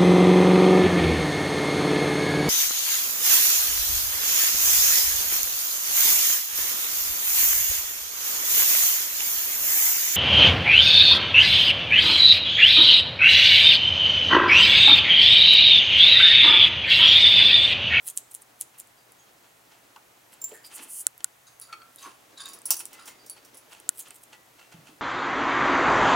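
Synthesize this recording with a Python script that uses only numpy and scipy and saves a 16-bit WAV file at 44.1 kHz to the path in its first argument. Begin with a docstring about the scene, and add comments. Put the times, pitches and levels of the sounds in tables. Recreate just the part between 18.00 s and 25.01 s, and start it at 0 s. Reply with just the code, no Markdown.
"""A budgerigar tears at a leaf in a wire cage, close by in a quiet room. Fibres fracture in crunches and
cracks, friction makes the leaf swish, and three hard snaps sound very close. As the bird steps and climbs, its
impacts excite the modes of the cage: claws tick on the bars, wires ping, a metal toy tinks and the hollow base
knocks. Soft room noise and mains hum lie beneath."""
import sys
import numpy as np
from scipy import signal
from scipy.fft import rfft, irfft, next_fast_len
from scipy.io import wavfile
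from scipy.ndimage import uniform_filter1d

SR = 44100
rng = np.random.default_rng(int(sys.argv[2]) if len(sys.argv) > 2 else 0)


def dump_mix(stems):
    """Bounce the given channels to the path in sys.argv[1] as a 16-bit WAV at rate SR."""
    frames = np.atleast_2d(stems).T  # one column per channel
    limited = np.clip(frames, -1, 1)  # hard clip at full scale
    pcm = np.round(limited * 32767).astype(np.int16)
    wavfile.write(sys.argv[1], SR, pcm)


N = 309141
TIME = np.arange(N) / SR

# the leaf is pulled until it gives: (time [s], crunch level [dB], rise time [s], final crack level [dB])
BITES = [(.0795, -30.5, 0.017, -11), (0.101, -38, 0.0035, -17), (.1749, -35.5, 0.0062, -4.5),
         (.316, -46.5, 0.005, -43), (.3495, -39.5, .009, -15.5), (.4215, -49.5, 0.0022, -34),
         (.6115, -36, 0.0075, -7.5), (.786, -46, .002, -42), (0.8004, -37, 0.0049, -27),
         (2.334, -50, .012, -46), (2.495, -48, 0.007, -42), (2.555, -46, 0.021, -42),
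         (2.668, -44.5, .016, -40), (4.027, -51, 0.072, -31), (5.733, -54, 0.031, -33),
         (6.002, -34, 0.021, -25), (6.085, -50.5, 0.0086, -44), (6.164, -48.5, 0.018, -44),
         (6.236, -48.5, 0.011, -49)]
# spectrum of breaking fibres: (frequency [Hz], level [dB])
LEAF_SPECTRUM = [(1500, -26), (3200, -7.5), (5700, -11.5), (7300, 1), (10000, 1.5), (12500, 0.5),
                 (15500, -9.5)]
# spectrum of leaf sliding on feathers: (frequency [Hz], level [dB])
SWISH_SPECTRUM = [(1760, -64), (3000, -20.5), (3750, -50), (4570, -23.5), (5180, -25.5), (5960, -18.5),
                  (9660, -2.5), (12300, -13), (15000, -12.5), (16000, -27)]
# spectrum of the dense upper modes of the cage: (frequency [Hz], level [dB])
RATTLE_SPECTRUM = [(290, -42), (500, -23), (708, -9.5), (1060, -15.5), (1230, -7), (1420, -27), (2160, -36),
                   (2810, -9.5), (3440, -16), (5630, 3.5), (7310, 1.5), (9220, 5.5), (12700, -11),
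                   (14700, 9), (16000, -18)]
# a loose wire is jogged: (time [s], level [dB], pitch of the touched span [Hz])
WIRE_HITS = [(3.468, -58, 6400), (3.619, -55.5, 4600), (3.984, -55.5, 3800), (4.03, -53, 6270),
             (4.376, -50, 3860), (4.404, -45.5, 3620), (4.457, -47.5, 3750), (4.995, -54, 1360),
             (5.077, -57, 2100)]


def from_db(db):
    """Decibels to amplitude ratio."""
    return 10 ** (np.asarray(db) / 20)


def unit_rms(x):
    """Normalisation to unit power."""
    return x / np.sqrt(np.mean(x ** 2) + 1e-20)


def at_hz(points, hz):
    """Interpolation on a log-frequency axis."""
    frequencies, values = np.transpose(points)
    return np.interp(np.log(hz + 1e-3), np.log(frequencies), values)


def add(out, start, sound):
    """Superposition: mix a sound in at a start time in seconds."""
    at = round(start * SR)
    sound = sound[..., max(-at, 0):max(N - at, 0)]
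    out[..., max(at, 0):max(at, 0) + sound.shape[-1]] += sound


def low_pass(x, cut_hz):
    """First-order roll-off of the treble."""
    return signal.sosfilt(signal.butter(1, cut_hz, fs=SR, output="sos"), x)


def high_pass(x, cut_hz):
    """Second-order high-pass: the bass below the cut-off falls away."""
    return signal.sosfilt(signal.butter(2, cut_hz, "high", fs=SR, output="sos"), x)


def noise(spectrum, coherence, grains=1):
    """Spectrally shaped stereo noise of unit power; left-right coherence is a number or a table."""
    size = next_fast_len(N)
    hz = np.fft.rfftfreq(size, 1 / SR)
    coherence = np.clip(coherence if np.isscalar(coherence) else at_hz(coherence, hz), 0, 1)
    mid, side = rfft(rng.standard_normal((2, N)) * grains, size) * from_db(at_hz(spectrum, hz))
    stereo = np.sqrt(1 + coherence) * mid + np.sqrt(1 - coherence) * side * [[1], [-1]]
    return unit_rms(irfft(stereo, size)[:, :N])


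def grain(depth_db, grain_s):
    """Random amplitude modulation by many small slips and breaks."""
    flutter = unit_rms(uniform_filter1d(rng.standard_normal(N), max(int(grain_s * SR), 1)))
    return unit_rms(from_db(depth_db * np.clip(flutter, -2, 2)))


def buzz(depth, rate_hz):
    """Amplitude modulation by wires chattering in their joints."""
    shiver = unit_rms(low_pass(rng.standard_normal(N), rate_hz))
    return (1 + depth * shiver) / np.hypot(1, depth)


def resonate(x, hz, width_hz):
    """A two-pole resonator with unit peak gain."""
    radius = np.exp(-np.pi * width_hz / SR)
    feedback = [1, -2 * radius * np.cos(2 * np.pi * hz / SR), radius ** 2]
    return signal.lfilter(np.array([1, 0, -1]) * (1 - radius ** 2) / 2, feedback, x)


def mode(hz, t60):
    """Impulse response of a damped oscillator."""
    t = TIME[:int(2 * t60 * SR) + 2]
    wave = np.cos(2 * np.pi * hz * t) * from_db(-60 * t / t60)
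    wave[0] /= 2
    return wave


def swell(rise, t60):
    """Exponential growth and decay: the envelope and the time to its peak."""
    lead = 6 * rise
    t = TIME[:int((lead + t60) * SR) + 2] - lead
    return np.exp(np.minimum(t, 0) / rise) * from_db(-60 * np.maximum(t, 0) / t60), lead


def envelopes(rows):
    """Incoherent sum of swells, as a gain; rows are (time [s], level [dB], rise time [s], t60 [s])."""
    power = np.zeros(N)
    for time, db, rise, t60 in rows:
        shape, lead = swell(rise, t60)
        add(power, time - lead, (from_db(db) * shape) ** 2)
    return np.sqrt(power)


def struck(hits, modes, chatter, chatter_t60, spread_db=2):
    """Modal synthesis: each blow and its brief contact chatter excite every mode with random strength."""
    out = np.zeros(N)
    fade, _ = swell(1 / SR, chatter_t60)
    for time, db, *_ in hits:
        ring = np.zeros(SR)
        for hz, mode_db, t60 in modes:
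            strength, polarity = rng.standard_normal(2)
            add(ring, 0, np.sign(polarity) * from_db(db + mode_db + spread_db * strength) * mode(hz, t60))
        force = chatter * rng.standard_normal(SR)[:len(fade)] * fade / np.linalg.norm(fade)
        force[0] = 1  # the blow itself
        add(out, time, signal.fftconvolve(ring, force))
    return out


def background(room_db=-58.04, hum_hz=120.5, hum_db=-78, shuffle_gain_db=4):
    """The noise floor: broadband room noise, a tone of mains hum and soft shuffling in the cage."""
    # room noise: (frequency [Hz], level [dB])
    room_spectrum = [(15, -56), (25, -14), (92, -7.5), (114, -3.5), (263, -7), (317, -7.5), (714, 0),
                     (1290, -3), (1400, -2.5), (1520, -5), (1940, -4), (4870, -13), (5430, -13),
                     (6560, -10.5), (16000, -14.5)]
    # its likeness at the two ears: (frequency [Hz], coherence [0-1])
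    room_coherence = [(60, 0.88), (150, 1), (400, 0.033), (2400, .01), (6000, 0.73), (15000, 1)]
    # course of the shuffling: (time [s], level [dB])
    shuffle_levels = [(0.0, -71), (0.43, -70), (2.88, -66), (3.2, -76), (4.42, -64.5), (4.62, -61.5),
                      (5.83, -64.5), (6.3, -68), (7.0, -66.5)]
    # its spectrum: (frequency [Hz], level [dB])
    shuffle_spectrum = [(100, -23.5), (300, 0.5), (800, -6), (2000, -12.5), (6000, -15), (15000, -59)]
    air = from_db(room_db) * noise(room_spectrum, room_coherence)
    hum = np.sqrt(2) * from_db(hum_db) * np.sin(2 * np.pi * hum_hz * TIME)
    shuffle = noise(shuffle_spectrum, coherence=0.53, grains=grain(depth_db=2.5, grain_s=0.04))
    shuffle *= from_db(shuffle_gain_db + np.interp(TIME, *np.transpose(shuffle_levels)))
    return air + hum + shuffle


def reverberation(x, t60=0.36):
    """The diffuse field of a furnished room decays exponentially, differently at each ear."""
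    t = TIME[:SR // 2]
    tail = rng.standard_normal((2, len(t))) * from_db(-60 * t / t60) * (t > 0.004)
    tail = low_pass(tail, cut_hz=6000)
    return signal.fftconvolve(x, tail / np.sqrt(np.sum(tail ** 2) / 2), axes=1)[:, :N]


def loose_wire(jangle_db=-2, jangle_t60=0.26):
    """Contact chatter: a jogged wire rings in inharmonic modes and jangles."""
    # modes of the wire: (frequency [Hz], level [dB], t60 [s])
    wire_modes = [(1110, -11, .45), (1300, -13.5, 0.46), (1590, -8.5, 0.27), (2640, -13, 0.47),
                  (3830, 0.5, 0.061), (4480, -20, 0.39), (4800, -8.5, 0.3), (4880, -16, 0.17),
                  (6950, -5, 0.25), (7460, -12, .22), (8100, -7.5, 0.19), (9300, -8, 0.25),
                  (9944, -4, 0.34)]
    # spectrum of its jangle: (frequency [Hz], level [dB])
    jangle_spectrum = [(300, -23), (1200, -18), (2000, -30), (4500, 10), (5500, 0), (7000, -2), (10000, -3),
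                       (11500, -16), (16000, -20)]
    ring = struck(WIRE_HITS, wire_modes, chatter=0.94, chatter_t60=0.14) * buzz(depth=1, rate_hz=75)
    jangle = noise(jangle_spectrum, coherence=0.98, grains=grain(depth_db=2, grain_s=0.0007))
    jangle *= envelopes([(time, db + jangle_db, 0.0005, jangle_t60) for time, db, _ in WIRE_HITS])
    return ring + jangle


def cage_frame():
    """Impact excitation: the bumped frame rings in quickly damped modes."""
    # bumps on the frame: (time [s], level [dB])
    hits = [(3.7275, -37), (3.818, -50.5)]
    # modes of the frame: (frequency [Hz], level [dB], t60 [s])
    frame_modes = [(1220, -6, .06), (1338, 4.5, 0.041), (1436, -11, 0.051), (2256, -6, 0.074),
                   (2480, -9, .06), (2990, -17, 0.042), (3230, 0.5, 0.031), (4350, -1, 0.034),
                   (4620, -6, 0.03), (5500, -15, 0.05), (8350, -12.5, 0.036)]
    return struck(hits, frame_modes, chatter=0.4, chatter_t60=0.033)


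def metal_toy(ring_db=-1, clink_db=-6, clink_t60=0.035):
    """A small body has high natural frequencies: the toy tinks, with a short noisy clink."""
    # blows on the toy: (time [s], level [dB])
    hits = [(2.4163, -34.5), (2.4411, -26.5)]
    # modes of the toy: (frequency [Hz], level [dB], t60 [s])
    toy_modes = [(7280, 3, 0.11), (7500, -3, 0.052), (14990, -4, 0.087), (15210, -9, .04)]
    ring = from_db(ring_db) * struck(hits, toy_modes, chatter=0.2, chatter_t60=0.028, spread_db=0.5)
    clink = noise(RATTLE_SPECTRUM, coherence=0.88)
    clink *= envelopes([(time, db + clink_db, 0.0002, clink_t60) for time, db in hits])
    return ring + clink


def wire_pings(buzz_hz=80, loose_db=-52, rise_cycles=18, free_t60=0.39, joint_loss_hz=5000):
    """Nonlinear damping: faint wires ring long; wide, fast swings buzz and lose energy in the joints."""
    # single wires left ringing: (time [s], frequency [Hz], level [dB])
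    pings = [(.98, 4770, -67.5), (1.19, 6620, -60), (1.21, 3246, -69), (2.55, 1800, -52),
             (2.648, 4800, -48), (3.7, 1350, -53.5), (3.82, 1350, -56.5), (4.06, 1105, -43.5),
             (4.42, 1110, -59), (4.945, 2030, -59), (5.195, 4730, -60.5), (5.299, 4550, -55),
             (6.334, 1960, -61), (6.61, 2740, -64)]
    out = np.zeros(N)
    chatter = unit_rms(low_pass(rng.standard_normal((2, N)), buzz_hz))
    for time, hz, db in pings + [(time, hz, db) for time, db, hz in WIRE_HITS]:
        swing = from_db(db - loose_db)
        t60 = free_t60 / (1 + swing ** 2 * hz / joint_loss_hz)
        shape, lead = swell(rise_cycles / hz, t60)
        phase = 2 * np.pi * hz * TIME[:len(shape)]
        in_phase, quadrature = np.tanh(swing) * np.roll(chatter, -int(time * SR), axis=1)[:, :len(shape)]
        wave = (1 + in_phase) * np.sin(phase) + quadrature * np.cos(phase)
        add(out, time - lead, np.sqrt(2) * from_db(db) * shape * wave)
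    return high_pass(out, cut_hz=780)


def bumps(relative_width=0.37, t60_cycles=74, stereo_spread=0.079):
    """Heavy damping makes a resonance broad: perch and base, shaken for a moment, give a dull bump."""
    # bumps of perch and cage base: (time [s], frequency [Hz], level [dB])
    hits = [(1.963, 990, -45.5), (2.517, 454, -42.5), (2.799, 263, -56), (4.06, 318, -51),
            (6.745, 155, -49), (6.894, 287, -54)]
    out = np.zeros((2, N))
    for time, hz, db in hits:
        shape, lead = swell(rise=0.0014, t60=t60_cycles / hz)
        shake = rng.standard_normal(len(shape)) + stereo_spread * rng.standard_normal((2, len(shape)))
        body = resonate(resonate(shake, hz, relative_width * hz), hz, 2 * relative_width * hz)
        add(out, time - lead, from_db(db) * shape * unit_rms(body))
    return out


def knocks(scuff_db=-1, base_db=-3, base_side=0.67, rise_per_t60=0.04, jog_db=-15, jog_t60=0.61):
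    """Forced vibration: soft contacts and the jogged wire scuff the perch and drive the hollow base."""
    # feet and body against perch and cage: (time [s], level [dB], t60 [s])
    hits = [(0.081, -44, 0.027), (.745, -59.5, 0.31), (1.445, -60.5, .25), (1.72, -58.5, 0.34),
            (1.962, -45.5, 0.025), (2.33, -57.5, 0.28), (2.516, -53, 0.14), (2.645, -52, .08),
            (2.714, -48, 0.22), (2.78, -43, 0.33), (3.2058, -40.5, 0.017), (3.728, -41.5, 0.066),
            (4.03, -50, 0.52), (4.708, -44, 0.35), (4.805, -39.5, 0.063), (4.938, -53.5, 0.61),
            (5.078, -44.5, 0.15), (5.368, -52.5, 0.092), (5.723, -49, 0.34), (6.06, -50.5, 0.16),
            (6.107, -49.5, 0.074), (6.332, -49, 0.13), (6.593, -52.5, .28), (6.725, -50, 0.18),
            (6.872, -52.5, 0.28)]
    # spectrum of the scuffing: (frequency [Hz], level [dB])
    scuff_spectrum = [(150, -28), (330, -13.5), (900, 0.5), (1900, -2), (3100, 2.5), (3600, -4),
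                      (4800, -6.5), (9000, -8.5), (15000, -27)]
    # resonances of the base: (frequency [Hz], bandwidth [Hz], level [dB])
    base_modes = [(337, 14, 2.5), (483, 24, -2.5), (862, 34, 4), (1130, 39, -6), (1409, 33, 4.5),
                  (1774, 92, -3), (1987, 19, 0.5), (2656, 60, 6), (3080, 51, 2), (4390, 78, -2.5),
                  (6400, 46, -3)]
    contacts = [(time, db, rise_per_t60 * t60, t60) for time, db, t60 in hits]
    jogs = [(time, db + jog_db, 0.003, jog_t60) for time, db, _ in WIRE_HITS]
    force = envelopes(contacts + jogs)
    slips = grain(depth_db=3.5, grain_s=0.0016)
    scuff = noise(scuff_spectrum, coherence=1, grains=slips) * force
    mid, side = rng.standard_normal((2, N)) * slips * force
    drive = mid + base_side * side * [[1], [-1]]
    base = sum(from_db(db) * resonate(drive, hz, width) for hz, width, db in base_modes)
    return from_db(scuff_db) * scuff + from_db(base_db) * unit_rms(base) * np.std(force)


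def claw_taps(modes_db=-8, bar_hz=10350, bar_width_hz=750, tap_t60=0.13, tick_db=3, tick_t60=0.0027):
    """Coupled vibration: a claw ticks, the touched bar sings, and the whole cage rattles and rings."""
    # claws and beak on the bars: (time [s], level [dB], relative level of the touched bar [dB])
    taps = [(3.614, -48.5, 7), (4.456, -52, -16), (4.486, -48.5, 4.5), (4.534, -45.5, 0),
            (4.6557, -37.5, 10), (4.7058, -17, -13), (4.767, -37, 1), (4.793, -37.5, 2), (4.855, -47, -1.5),
            (4.931, -47.5, -11), (5.0565, -47, -6), (5.076, -42.5, -12), (5.263, -48.5, -17),
            (5.298, -48.5, 12.5), (5.449, -53, -15), (5.545, -55.5, 4), (5.571, -51, 4)]
    # modes of the bars: (frequency [Hz], level [dB], t60 [s])
    bar_modes = [(1070, -10, 0.08), (1355, -10.5, 0.071), (2830, -17.5, 0.14), (4650, -13.5, 0.23),
                 (5600, -2, 0.14), (5700, -5, 0.136), (6060, -9, 0.18), (6180, -10, 0.16), (7580, -8, 0.16),
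                 (7900, -9, 0.087), (8900, -7, 0.05), (9000, -4.5, 0.14), (8800, -14, 0.13),
                 (9500, -13, 0.13), (9400, -5, 0.18), (9300, -19, 0.102), (11100, -12, 0.074),
                 (11500, 1, 0.07), (14400, -13, .15), (15300, 0, .07), (15740, -1, .09)]
    ringing = from_db(modes_db) * struck(taps, bar_modes, chatter=0.35, chatter_t60=0.016, spread_db=-0.5)
    ringing *= buzz(depth=0.47, rate_hz=57)
    rattle = envelopes([(time, db, 0.0002, tap_t60) for time, db, _ in taps])
    tick = envelopes([(time, db + tick_db, 0.0002, tick_t60) for time, db, _ in taps])
    cage = noise(RATTLE_SPECTRUM, coherence=0.918, grains=grain(depth_db=3.5, grain_s=0.00055))
    cage *= np.hypot(rattle, tick)
    bar = resonate(rng.standard_normal(N), bar_hz, bar_width_hz)
    bar = unit_rms(resonate(bar, bar_hz, 2 * bar_width_hz))
    bar *= envelopes([(time, db + bar_db, 0.0003, tap_t60) for time, db, bar_db in taps])
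    return high_pass(ringing + cage + bar, cut_hz=500)


def swishes(attack_db_per_s=605, growth_db_per_s=55, release_db_per_s=750):
    """Sliding friction: each stroke sets in quickly, grows while the leaf slides, and lets go."""
    # leaf and feathers brush past each other: (time [s], duration [s], starting level [dB])
    strokes = [(2.754, 0.0087, -38.5), (2.829, 0.01, -43), (2.903, 0.11, -41.5)]
    gain = 0
    for time, duration, db in strokes:
        t = TIME - time
        attack = attack_db_per_s * np.minimum(t, 0)
        growth = growth_db_per_s * np.clip(t, 0, duration)
        release = release_db_per_s * np.maximum(t - duration, 0)
        gain += from_db(np.maximum(db + attack + growth - release, -140))
    return noise(SWISH_SPECTRUM, coherence=0.98, grains=grain(depth_db=1, grain_s=0.0016)) * gain


def hard_snaps(ring_db=1, pivot_hz=7800, tail_db=-37, tail_t60=0.048):
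    """Hard snaps: a few modes ring and die within milliseconds, trailed by faint noise."""
    # hard snaps: (time [s], level [dB], spectral tilt [dB/octave])
    snaps = [(3.068, -0.5, 0.5), (3.2442, -5, -2), (5.8917, -2, -1.4)]
    # modes of the snaps: (frequency [Hz], level [dB], t60 [s])
    snap_modes = [(1460, -33, 0.021), (1880, -37.5, 0.017), (4460, -17, 0.0016), (7900, -0.5, 0.0029),
                  (8740, -13.5, 0.0052), (10150, -11.5, 0.0037), (14700, -25, 0.0018)]
    ring = np.zeros(N)
    for time, db, tilt in snaps:
        for hz, mode_db, t60 in snap_modes:
            add(ring, time, from_db(db + mode_db + ring_db + tilt * np.log2(hz / pivot_hz)) * mode(hz, t60))
    tail = noise(SWISH_SPECTRUM, coherence=0.36)
    tail *= envelopes([(time, db + tail_db, 0.0002, tail_t60) for time, db, _ in snaps])
    return high_pass(ring, cut_hz=700) + tail


def beak_clicks(click_hz=9300, spread_octaves=0.16, click_t60=0.0022, hollow_hz=3330, hollow_db=-20,
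                second_delay_s=0.009, second_db=-16, second_hz=7900,
                fibre_count=4, fibre_db=9, fibre_spread_db=4, tail_db=-28, tail_t60=0.072):
    """Transients: each click or crack is a brief ring with a noisy tail; a bite scatters several."""
    # lone clicks of beak and claws: (time [s], level [dB])
    lone_clicks = [(.873, -38.5), (1.121, -33), (2.649, -35), (2.782, -27), (3.179, -28), (3.599, -23),
                   (3.96, -26.5), (4.457, -25), (4.589, -30.5), (4.618, -30), (4.6572, -30), (4.7075, -8),
                   (4.7095, -8), (4.714, -15), (4.806, -24), (4.8551, -16), (5.298, -17), (5.5454, -36),
                   (5.801, -28), (5.9925, -32), (6.107, -24)]
    clicks = [(time, db, click_hz) for time, db in lone_clicks]
    for time, crunch_db, rise, crack_db in BITES:
        clicks.append((time, crack_db, click_hz))
        clicks.append((time + second_delay_s, crack_db + second_db, second_hz))  # one more fibre parts
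        for offset, size in rng.standard_normal((fibre_count, 2)):
            clicks.append((time + rise * offset / 2, crunch_db + fibre_db + fibre_spread_db * size, click_hz))
    ring = np.zeros(N)
    hollow = from_db(hollow_db) * mode(hollow_hz, click_t60)
    for time, db, hz in clicks:
        detune = 2 ** rng.normal(0, spread_octaves)
        add(ring, time, from_db(db) * (mode(hz * detune, click_t60) + hollow))
    tail = noise(LEAF_SPECTRUM, coherence=0.66)
    tail *= envelopes([(time, db + tail_db, 0.0002, tail_t60) for time, db, _ in clicks])
    return high_pass(ring, cut_hz=4600) + tail


def leaf_crunch(gain_db=3, fall_s=0.0061, fall_per_rise=0.58, glide_s_per_octave=0.01):
    """Fracture noise: fibres break in a swelling cloud, fine ones first, so the treble falls in pitch."""
    fibres = noise(LEAF_SPECTRUM, coherence=0.95, grains=grain(depth_db=5.5, grain_s=0.0012))
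    # a slower pull also lets go more slowly; ln(1000) turns a time constant into a t60
    tearing = envelopes([(time, db + gain_db, rise, (fall_s + fall_per_rise * rise) * np.log(1000))
                         for time, db, rise, _ in BITES])
    out = 0
    for hz in np.geomspace(2000, 14000, 9):
        band = signal.butter(2, [hz / 1.13, hz * 1.13], "band", fs=SR, output="sos")
        delay = glide_s_per_octave * np.log2(10000 / hz) if hz > 6000 else 0
        out += signal.sosfilt(band, fibres) * np.interp(TIME - delay, TIME, tearing)
    return out


def scene(cage_wet_db=-19, metal_wet_db=-11, pan_db=0.5):
    """Direct-to-reverberant ratio sets distance: the snaps are nearest, the metal fittings farthest."""
    cage = leaf_crunch() + beak_clicks() + swishes() + claw_taps() + knocks() + bumps()
    metal = loose_wire() + cage_frame() + metal_toy() + wire_pings()
    direct = (cage + metal + hard_snaps()) * from_db([[-pan_db], [pan_db]])  # just right of centre
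    reflected = reverberation(from_db(cage_wet_db) * cage + from_db(metal_wet_db) * metal)
    return direct + reflected + background()


def record(dry):
    """Band limiting and clipping: a steep cut above 16 kHz, and peaks stop at full scale."""
    treble_cut = signal.ellip(10, 0.1, 70, 16000, fs=SR, output="sos")
    return np.clip(signal.sosfilt(treble_cut, dry), -1, 1)


dry = scene()
out = record(dry)
dump_mix(out)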